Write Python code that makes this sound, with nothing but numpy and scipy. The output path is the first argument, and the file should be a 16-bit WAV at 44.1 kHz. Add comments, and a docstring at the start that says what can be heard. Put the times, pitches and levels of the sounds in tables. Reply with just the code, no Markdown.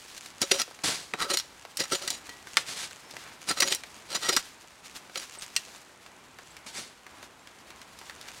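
"""A faint rustle and a few ticking crumbs come first, then a small steel shovel hacks into stony soil.
In each short stroke, grit hisses along the blade, stones make it ring and the earth thuds.
Loads of earth are tossed aside, the shovel is set down with a clink, and a gloved hand picks through
the crumbs. Light wind stirs the forest all along, and near the end a small bird calls faintly."""
import sys
import numpy as np
from scipy import signal
from scipy.fft import rfft, irfft, next_fast_len
from scipy.io import wavfile
from scipy.ndimage import map_coordinates

SR = 44100
rng = np.random.default_rng(int(sys.argv[2]) if len(sys.argv) > 2 else 0)


def unload_audio(sound):
    """Save the sound as a 16-bit wav file, at the path given as the first command line argument."""
    columns = np.transpose(np.atleast_2d(sound))
    # keep every value between -1 and 1, then stretch to whole-number steps
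    steps = np.round(np.clip(columns, -1, 1) * 32767)
    wavfile.write(sys.argv[1], SR, steps.astype(np.int16))


N = 370440  # 8.4 seconds

# A ring time (t60) is how long a sound takes to fade by 60 dB. Levels are set before mixing.
# the blade drags through earth: (time [s], fall [s], level [dB], flex level [dB], flex pitch [Hz])
DRAGS = [(0.427, 0.009, -24.5, -38.5, 615), (0.518, 0.0043, -19.5, -27.5, 394),
         (0.548, .018, -34, -39, 570), (0.601, 0.014, -27.5, -39.5, 1900), (1.221, 0.022, -31, -35, 1320),
         (1.261, .026, -55, -46.5, 640), (1.308, 0.0097, -27.5, -34, 660), (1.342, 0.0066, -26, -40.5, 606),
         (1.806, .011, -25.5, -43, 600), (1.84, 0.0055, -34, -49, 1300), (1.928, 0.009, -25.5, -32.5, 610),
         (1.953, 0.0069, -28, -42.5, 600), (2.037, 0.02, -40, -48, 546), (2.081, 0.0045, -30.5, -41, 1290),
         (2.11, 0.0095, -36, -62, 600), (2.137, 0.022, -39.5, -65, 1300), (3.492, .01, -26, -42, 1300),
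         (3.512, 0.0057, -24.5, -32.5, 1290), (3.58, 0.01, -30.5, -41.5, 1300),
         (3.605, 0.0044, -25, -35.5, 600), (3.628, 0.0069, -23, -28, 1920), (3.65, 0.0079, -41, -40.5, 370),
         (3.679, 0.015, -30.5, -52, 370), (3.722, 0.015, -29, -48, 367), (3.75, 0.0063, -35.5, -56, 1900),
         (4.123, 0.021, -37.5, -49.5, 600), (4.157, 0.0065, -23.5, -37.5, 1300),
         (4.25, 0.024, -31.5, -39, 1870), (4.293, 0.0063, -22, -31, 645), (4.335, 0.015, -31, -44.5, 368),
         (4.371, 0.0045, -24.5, -29, 1320), (5.161, 0.005, -45, -42, 620), (5.178, 0.0031, -28, -62, 1900),
         (5.197, 0.0032, -37, -58, 600)]
# the steel blade's own tones: (pitch [Hz], level [dB], ring time before the earth damps it [s])
BLADE_TONES = [(379, -1.5, 0.069), (553, 0, 0.14), (1308, 7.5, 0.023), (1921, 3.5, 0.051),
               (2100, -12, 0.046), (3123, 1, 0.034), (3887, 0.5, 0.07), (4024, 2.5, 0.066),
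               (4430, -5, 0.012), (4890, 0.5, 0.084), (5480, -4, 0.017), (5770, 3, 0.076),
               (6906, 5.5, 0.051), (7900, -15, .07), (8280, 1, 0.035), (8990, -1, 0.045),
               (9330, -30, 0.076), (11000, -13, .04)]
# the blade meets a stone: (time [s], level [dB], crack pitch [Hz], knock level offset [dB])
STONE_HITS = [(0.417, -12.5, 5570, -17), (0.5173, -16, 3540, -34), (0.617, -16.5, 4250, -35),
              (1.137, -16.5, 1100, -14), (1.3364, -23, 6660, -29.5), (1.372, -14, 4720, -33),
              (1.387, -23, 5070, -38), (1.3986, -21.5, 3760, -36), (1.771, -17.5, 6370, -33),
              (2.0773, -17.5, 4340, -31), (2.1037, -17.5, 5100, -40), (2.293, -30, 3300, -15),
              (2.5701, -6, 2110, -18), (3.6043, -10.5, 5480, -30), (3.622, -12.5, 2720, -17),
              (3.7234, -13.5, 3040, -31), (3.748, -17.5, 8300, -29), (4.292, -13.5, 3900, -34),
              (4.365, -10, 4410, -15.5), (5.1575, -24, 2500, -24), (5.4213, -28, 3150, -17),
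              (5.5637, -12.5, 3830, -38)]
# a stone's own tones: (pitch [ratio to their centre])
STONE_RATIOS = [.72, 0.949, 1.22, 1.65]
# the blade rings on, clear of the earth: (time [s], level [dB], pitch [Hz], ring time [s])
FREE_RINGS = [(1.372, -22, 4200, .05), (1.388, -23, 5600, 0.063), (2.291, -44.5, 1933, 0.45),
              (2.295, -43, 3130, 0.13), (2.571, -15, 2160, 0.036), (2.571, -16, 3130, 0.037),
              (3.05, -55, 5400, .35), (5.386, -31, 8300, 0.036), (5.566, -29, 1885, 0.065),
              (5.567, -20.5, 2750, 0.038), (5.565, -22, 4300, 0.031), (5.566, -22, 8280, 0.033)]
# the blade or a clod hits packed earth: (time [s], level [dB])
EARTH_BLOWS = [(0.42, -29.5), (0.841, -34), (0.89, -33), (1.139, -34.5), (1.304, -42), (1.808, -35),
               (3.509, -34), (3.63, -38), (6.666, -46)]
# loose earth slides and lands:
# (time [s], rise [s], hold [s], fade [dB/s], level [dB], clod level offset [dB])
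EARTH_LOADS = [(0.835, 0.0048, 0.022, 129, -25, -12), (2.57, 0.0044, 0.0087, 400, -34.5, -9.5),
               (2.656, 0.031, 0.044, 300, -38, -14.5), (2.754, 0.014, .075, 328, -37, -17.5),
               (6.66, .006, .012, 161, -43, -15), (6.723, 0.055, .008, 165, -37, -12)]
# crumbs, pebbles and twigs tick: (time [s], level [dB], pitch [Hz])
CRUMB_TICKS = [(0.178, -24.5, 4940), (0.26, -25.5, 3800), (0.711, -30.5, 1330), (0.79, -31, 1260),
               (1.651, -25.5, 1080), (2.471, -25.5, 1340), (2.91, -26, 2730), (3.11, -26, 4100),
               (3.138, -30.5, 1170), (3.167, -22, 1920), (3.836, -22.5, 1920), (4.706, -40.5, 805),
               (5.097, -30, 732), (6.063, -30, 1910), (6.387, -28, 1120), (6.567, -26, 2440),
               (7.066, -28.5, 1630), (7.228, -26.5, 1000), (7.473, -32, 2720), (7.704, -26, 2200),
               (7.816, -29.5, 3240), (7.989, -29, 4890), (8.014, -28.5, 1050), (8.097, -23.5, 1630),
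               (8.213, -28, 4640), (8.285, -25, 2300)]
# damp soil gives way under a hand or boot: (time [s], fall [s], level [dB])
SOIL_SHIFTS = [(3.26, 0.065, -49), (5.235, 0.018, -47), (8.26, 0.045, -52)]
# hand and boots brush the litter, the loose bits on the ground: (time [s], fall [s], level [dB])
BRUSHES = [(0.01, 0.052, -47.5), (0.19, 0.1, -43.5), (2.6, 0.069, -42), (2.91, 0.15, -53),
           (3.24, 0.082, -52.5), (3.42, .02, -49.5), (3.95, 0.054, -54), (4.865, 0.033, -46),
           (4.962, .016, -39), (5.28, 0.12, -46.5), (5.435, .025, -41), (5.61, 0.083, -47),
           (5.78, 0.066, -50.5), (6.52, 0.12, -55), (7.24, 0.014, -44.5), (8.27, 0.18, -50.5)]
# the litter never quite comes to rest: (time [s], level [dB])
SETTLING_LEVELS = [(0, -57.5), (2.3, -50.5), (4.6, -55), (5.7, -53), (6.1, -60.5), (7.4, -59), (8, -54.5),
                   (8.4, -52)]
# a small, distant bird calls: (time [s], level [dB], top pitch [Hz])
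BIRD_CALLS = [(6.085, -65, 6100), (6.5, -54, 7740), (7.395, -61, 7600)]
# wind in the trees: (time [s], level [dB])
WIND_LEVELS = [(0, -56), (1.5, -54.5), (3.3, -52.5), (4.6, -55.5), (7.6, -54), (8.4, -54)]

# the tone colour of each noise, from bass to treble: (frequency [Hz], level [dB])
GRIT_COLOUR = [(150, -50), (600, -1), (1200, -5.5), (2200, 0), (4000, 3), (7000, -5.5), (10000, -8),
               (16000, -22)]  # grit on steel
THUD_COLOUR = [(30, -43), (80, -16), (170, -3.5), (300, -2.5), (480, -9), (900, -11), (1600, -20),
               (4000, -49)]  # shoved or struck earth
PATTER_COLOUR = [(200, -37), (600, -3), (1500, 0), (3500, 4.5), (6500, 1), (9500, -2.5), (12000, -13.5),
                 (16000, -23)]  # fine earth landing
CLOD_COLOUR = [(25, -29), (60, -6), (200, 1.5), (400, -3), (900, -7), (3000, -37.5)]  # clods landing
LITTER_COLOUR = [(200, -10), (700, -7.5), (2000, -2.5), (4000, -1), (7000, -4), (10000, -9.5), (16000, -21)]  # rustling litter
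WIND_COLOUR = [(20, -36), (40, -10), (58, 0), (80, -1), (115, -1), (160, -1.5), (250, 1), (480, -2),
               (1000, 0.5), (2300, -4.5), (5500, -14.5), (7600, -15), (10000, -19.5), (16000, -30.5)]  # wind in the treetops


def shovel_scrapes(grit_db=-1.5, ring_db=-2.0, flex_db=4.5, thud_db=-15.5, catch_db=4):
    """Each drag makes grit hiss, rings the edge, flexes the whole blade and shoves the soil."""
    out, t = np.zeros(N), np.arange(-SR // 20, SR // 10) / SR
    for s, fall, db, bend_db, bend_hz in DRAGS:
        swell = swell_of(t, 0.89 * fall, fall)
        catching = np.tanh(wobble(252.5, size=len(t)))  # the edge catches and slips on coarse grains
        crunch = swell * unit(amp(catch_db * catching))
        grit = crunch * coloured(grains(len(t), rate=3000, spread=0.89), GRIT_COLOUR)
        contact_hz = 4600 * np.exp(rng.uniform(-0.084, 0.18))  # each drag meets the edge somewhere else
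        edge = rubbed(crunch, blade_ring(contact_hz, octaves=0.95, vary=0.79, detune=.022, damping=0.64))
        flex = rubbed(swell, blade_ring(bend_hz, octaves=0.7, vary=0.097, detune=0.005, damping=0.88))
        thud = swell * coloured(rng.standard_normal(len(t)), THUD_COLOUR)
        steel = amp(db + ring_db) * edge + amp(bend_db + flex_db) * flex
        add(out, s + t[0], amp(db + grit_db) * grit + steel + amp(db + thud_db) * thud)
    return out


def blade_ring(centre_hz, octaves, vary, detune, damping):
    """One tap wakes the blade's tones, mostly near centre_hz; clinging earth shifts their pitch."""
    t = np.arange(SR // 12, dtype=np.float32) / SR
    hz, db, t60 = np.transpose(BLADE_TONES)
    gain, shift, phase = rng.uniform(-1.0, 1, (3, len(BLADE_TONES)))
    ring_time = t60 * damping
    distance = np.log2(hz / centre_hz) / octaves
    weight = amp(db) * np.exp(vary * gain - .5 * distance ** 2) / np.sqrt(ring_time)
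    pitch = hz * (1 + detune * shift)
    tones = np.sin(2 * np.pi * np.outer(t, pitch) + np.pi * phase)
    ring = (tones * fade(t[:, None], ring_time)) @ weight
    return ring / np.linalg.norm(ring)


def rubbed(swell, ring):
    """Rubbing is a stream of tiny taps that keeps the blade ringing, with the energy of the swell."""
    taps = swell * grains(len(swell), rate=6500, spread=0.28)
    ringing = signal.fftconvolve(taps, ring)[:len(swell)]
    return unit(ringing) * np.sqrt(np.mean(swell ** 2))


def stone_hits(crack_db=-13, ring_db=-16, clack_db=-18, knock_db=-10):
    """A stone cracks against the steel; both ring briefly, damped by the earth."""
    out, t = np.zeros(N), np.arange(SR // 12) / SR
    for s, db, hz, low_db in STONE_HITS:
        noise = unit(resonant(resonant(rng.standard_normal(len(t)), hz, q=1.0), hz, q=0.2))
        crack = noise * (fade(t, t60=0.053) + 2.53 * fade(t, t60=0.013))
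        ring = blade_ring(hz, octaves=1.23, vary=0.12, detune=0.0375, damping=0.77)
        ring = ring / np.std(ring[:SR // 200])  # the first 5 ms set its level
        # every stone clacks with a few tones of its own
        scatter = np.exp(0.11 * rng.standard_normal(len(STONE_RATIOS)))
        stone_hz = np.sqrt(hz * 3700) * np.array(STONE_RATIOS) * scatter
        tones = np.sin(2 * np.pi * (np.outer(t, stone_hz) + rng.random(len(STONE_RATIOS))))
        clack = unit(tones.sum(axis=1)) * fade(t, t60=0.065)
        knock = coloured(rng.standard_normal(len(t)), THUD_COLOUR) * fade(t, t60=0.064)
        bright = amp(crack_db) * crack + amp(ring_db) * ring + amp(clack_db) * clack
        add(out, s, amp(db) * (bright + amp(low_db + knock_db) * knock))
    return soften(out, above_hz=11500)  # the contact takes a moment, which limits the treble


def singing_blade(rise_s=0.0011):
    """Tapped while clear of the earth, the blade sings on in pure tones."""
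    out, t = np.zeros(N), np.arange(SR // 3) / SR
    onset = 1 - np.exp(-t / rise_s)
    for s, db, hz, t60 in FREE_RINGS:
        add(out, s, amp(db) * onset * fade(t, t60) * np.sin(2 * np.pi * hz * t))
    return out


def earth_thumps(rise_s=0.0027, fall_s=0.0092):
    """Packed earth answers a blow with one dull push."""
    out, t = np.zeros(N), np.arange(-SR // 50, SR // 10) / SR
    for s, db in EARTH_BLOWS:
        thud = coloured(rng.standard_normal(len(t)), THUD_COLOUR)
        add(out, s + t[0], amp(db) * swell_of(t, rise_s, fall_s) * thud)
    return out


def tossed_earth(flutter_db=1):
    """Thrown earth patters down in many fine grains over the dull thud of its clods."""
    out, t = np.zeros(N), np.arange(SR * 2 // 5) / SR
    for s, rise, hold, fade_rate, db, clods_db in EARTH_LOADS:
        fading_s = np.maximum(t - rise - hold, 0)
        loudness = np.minimum(t / rise, 1) * amp(db - fade_rate * fading_s)
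        patter = coloured(grains(len(t), rate=12000, spread=0.54), PATTER_COLOUR)
        patter *= amp(flutter_db * wobble(69.6, size=len(t)))
        clods = coloured(grains(len(t), rate=1500, spread=2.2), CLOD_COLOUR) * amp(clods_db)
        add(out, s, loudness * (patter + clods))
    return out


def falling_crumbs(stir, tick_db=-9, tap_db=-17, settle_db=-23, extra_count=40, extra_hz=1010):
    """Each crumb lands with a dry tick and a duller tap, then a few smaller bits settle."""
    out, t = np.zeros(N), np.arange(SR // 20) / SR
    extras = []  # more crumbs fall by chance, louder where the litter is stirred more
    for when, weight, pitch in rng.random((extra_count, 3)):
        stir_db = 20 * np.log10(stir[int(when * N)])
        extras.append((when * N / SR, stir_db + 9.5 + 8 * weight, extra_hz * 2 ** (2 * pitch - 1)))
    for s, db, hz in CRUMB_TICKS + extras:
        dry_noise = resonant(rng.standard_normal(len(t)), hz, q=0.71)
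        dull_noise = resonant(resonant(rng.standard_normal(len(t)), hz * 0.55, q=0.32), hz * 0.69, q=0.47)
        trickle = resonant(grains(len(t), rate=2700, spread=2.4), hz, q=1.9)
        tick = amp(tick_db) * unit(dry_noise) * fade(t, t60=0.015)
        tap = amp(tap_db) * unit(dull_noise) * fade(t, t60=0.049)
        bits = amp(settle_db) * unit(trickle) * fade(t, t60=0.11)
        add(out, s, amp(db) * (tick + tap + bits))
    return soften(out, above_hz=10000)


def shifting_soil(crunch_hz=1380):
    """Damp soil gives way with a soft crunch that has little treble."""
    t = np.arange(N) / SR
    power = sum((amp(db) * swell_of(t - s, 0.57 * fall, fall)) ** 2 for s, fall, db in SOIL_SHIFTS)
    soil = grains(N, rate=1500, spread=1)
    crunch = resonant(resonant(soil, crunch_hz, q=0.56), crunch_hz, q=0.56)
    return np.sqrt(power) * unit(crunch)


def litter_stirring(spill_db=-18):
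    """How strongly the litter moves: it settles, spills with each drag and is brushed by hand and boots."""
    power = amp(level_curve(SETTLING_LEVELS)) ** 2
    t = np.arange(-SR // 4, SR // 2) / SR
    spill = swell_of(t, rise=0.027, fall=0.087)
    for s, _, db, _, _ in DRAGS:
        add(power, s + t[0], (amp(db + spill_db) * spill) ** 2)
    for s, fall, db in BRUSHES:
        power += (amp(db) * swell_of(np.arange(N) / SR - s, 0.85 * fall, fall)) ** 2
    return np.sqrt(power)


def litter_rustle(stir, rustle_db=-4.0, crackle_db=-10, clump_db=3.0):
    """Stirred litter rustles in clumps, with single specks standing out."""
    rustle = grains(N, rate=9000, spread=.5) * amp(rustle_db + clump_db * wobble(45))
    t = np.arange(SR // 100) / SR
    speck = rng.standard_normal(len(t)) * fade(t, t60=0.0037)
    specks = unit(signal.oaconvolve(grains(N, rate=70, spread=1), speck)[:N])
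    stirred = rustle + amp(crackle_db) * specks
    return stir * np.std(stirred) * coloured(stirred, LITTER_COLOUR)


def bird(length_s=0.025, pitch_dip=0.058, warble_hz=42):
    """Each call is a short, high, warbling whistle."""
    out, t = np.zeros(N), np.arange(SR // 10) / SR
    for s, db, hz in BIRD_CALLS:
        pitch = hz * (1 - pitch_dip * np.cos(np.pi * warble_hz * t) ** 2)
        loudness = np.sin(np.pi * np.minimum(t / length_s, 1))
        add(out, s, amp(db) * loudness * np.sin(2 * np.pi * np.cumsum(pitch) / SR))
    return out


def wind(lift_db=0.25, flutter_db=1):
    """Air moves through the treetops with a soft, even rush and a little rumble."""
    level_db = level_curve(WIND_LEVELS) + lift_db + flutter_db * wobble(6.7)
    return amp(level_db) * coloured(rng.standard_normal(N), WIND_COLOUR)


def forest_echo(x, near_db=-12, far_db=-24):
    """The walls of the hole scatter the sound at once; tree trunks add a fainter, longer echo."""
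    t = np.arange(SR // 2) / SR
    near = rng.standard_normal(len(t)) * fade(t, t60=0.084)
    far = resonant(rng.standard_normal(len(t)) * fade(t, t60=0.41), 2600, q=0.43)
    echo = amp(near_db) * near / np.linalg.norm(near) + amp(far_db) * far / np.linalg.norm(far)
    return x + signal.fftconvolve(x, echo)[:N]


def amp(db):
    """Turn decibels into a number to multiply by."""
    return 10 ** (np.asarray(db) / 20)


def unit(x):
    """Scale x to an average (rms) strength of 1."""
    return x / np.sqrt(np.mean(x ** 2) + 1e-20)


def fade(t, t60):
    """Die away by 60 dB every t60 seconds."""
    return amp(-60 * t / t60)


def swell_of(t, rise, fall):
    """Pressure builds smoothly up to t = 0 and lets go with a tail."""
    return np.exp(np.where(t < 0, -.5 * (t / rise) ** 2, 1 - np.sqrt(1 + 2 * (t / fall) ** 2)))


def level_curve(rows):
    """Join (time, level) points with straight lines, one value per sample."""
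    return np.interp(np.arange(N) / SR, *np.transpose(rows))


def wobble(rate, size=N):
    """A smooth curve through random points, rate of them a second."""
    points = rng.standard_normal(int(size * rate / SR) + 4)
    steps = np.arange(0, len(points), 1 / 8)
    return np.interp(np.arange(size) * rate / SR, steps, map_coordinates(points, [steps]))


def grains(size, rate, spread):
    """About rate tiny random impacts a second; more spread makes the strong ones stand out."""
    chance, strength = rng.random(size), rng.uniform(-0.97, 1, size)
    return unit((chance < rate / SR) * strength * np.exp(spread * strength ** 2))


def filtered(x, response):
    """Turn each frequency in x up or down by response(frequency)."""
    size = next_fast_len(len(x) + 512, True)
    return irfft(rfft(x, size) * response(np.fft.rfftfreq(size, 1 / SR)), size)[:len(x)]


def coloured(x, colour):
    """Give x a tone colour from a table, at a strength of 1."""
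    hz, db = np.transpose(colour)
    return unit(filtered(x, lambda f: amp(np.interp(np.log(f + 1), np.log(hz), db))))


def resonant(x, hz, q):
    """Keep a band of x around hz; a higher q makes it narrower."""
    return filtered(x, lambda f: 1j * f * hz / q / (hz ** 2 - f ** 2 + 1j * f * hz / q))


def soften(x, above_hz):
    """Gently turn down the treble."""
    return filtered(x, lambda f: 1 / np.sqrt(1 + (f / above_hz) ** 4))


def add(track, s, sound):
    """Mix a sound into the track, starting at s seconds."""
    start = max(round(s * SR), 0)
    track[start:start + len(sound)] += sound[:len(track) - start]


def scene():
    """The digging and the bird echo in the forest, over rustling litter and wind, in one channel."""
    stir = litter_stirring()
    shovel = shovel_scrapes() + earth_thumps() + stone_hits() + singing_blade()
    soil = falling_crumbs(stir) + tossed_earth() + shifting_soil()
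    return (forest_echo(shovel + soil + bird()) + litter_rustle(stir) + wind())[None]


def record(dry, ceiling=.62, top_hz=15950):
    """Round off the hardest peaks and cut away the very highest treble."""
    rounded = dry / (1 + (dry / ceiling) ** 4) ** .25
    return np.array([filtered(x, lambda hz: 1 / (1 + (hz / top_hz) ** 120)) for x in rounded])


dry = scene()
out = record(dry)
unload_audio(out)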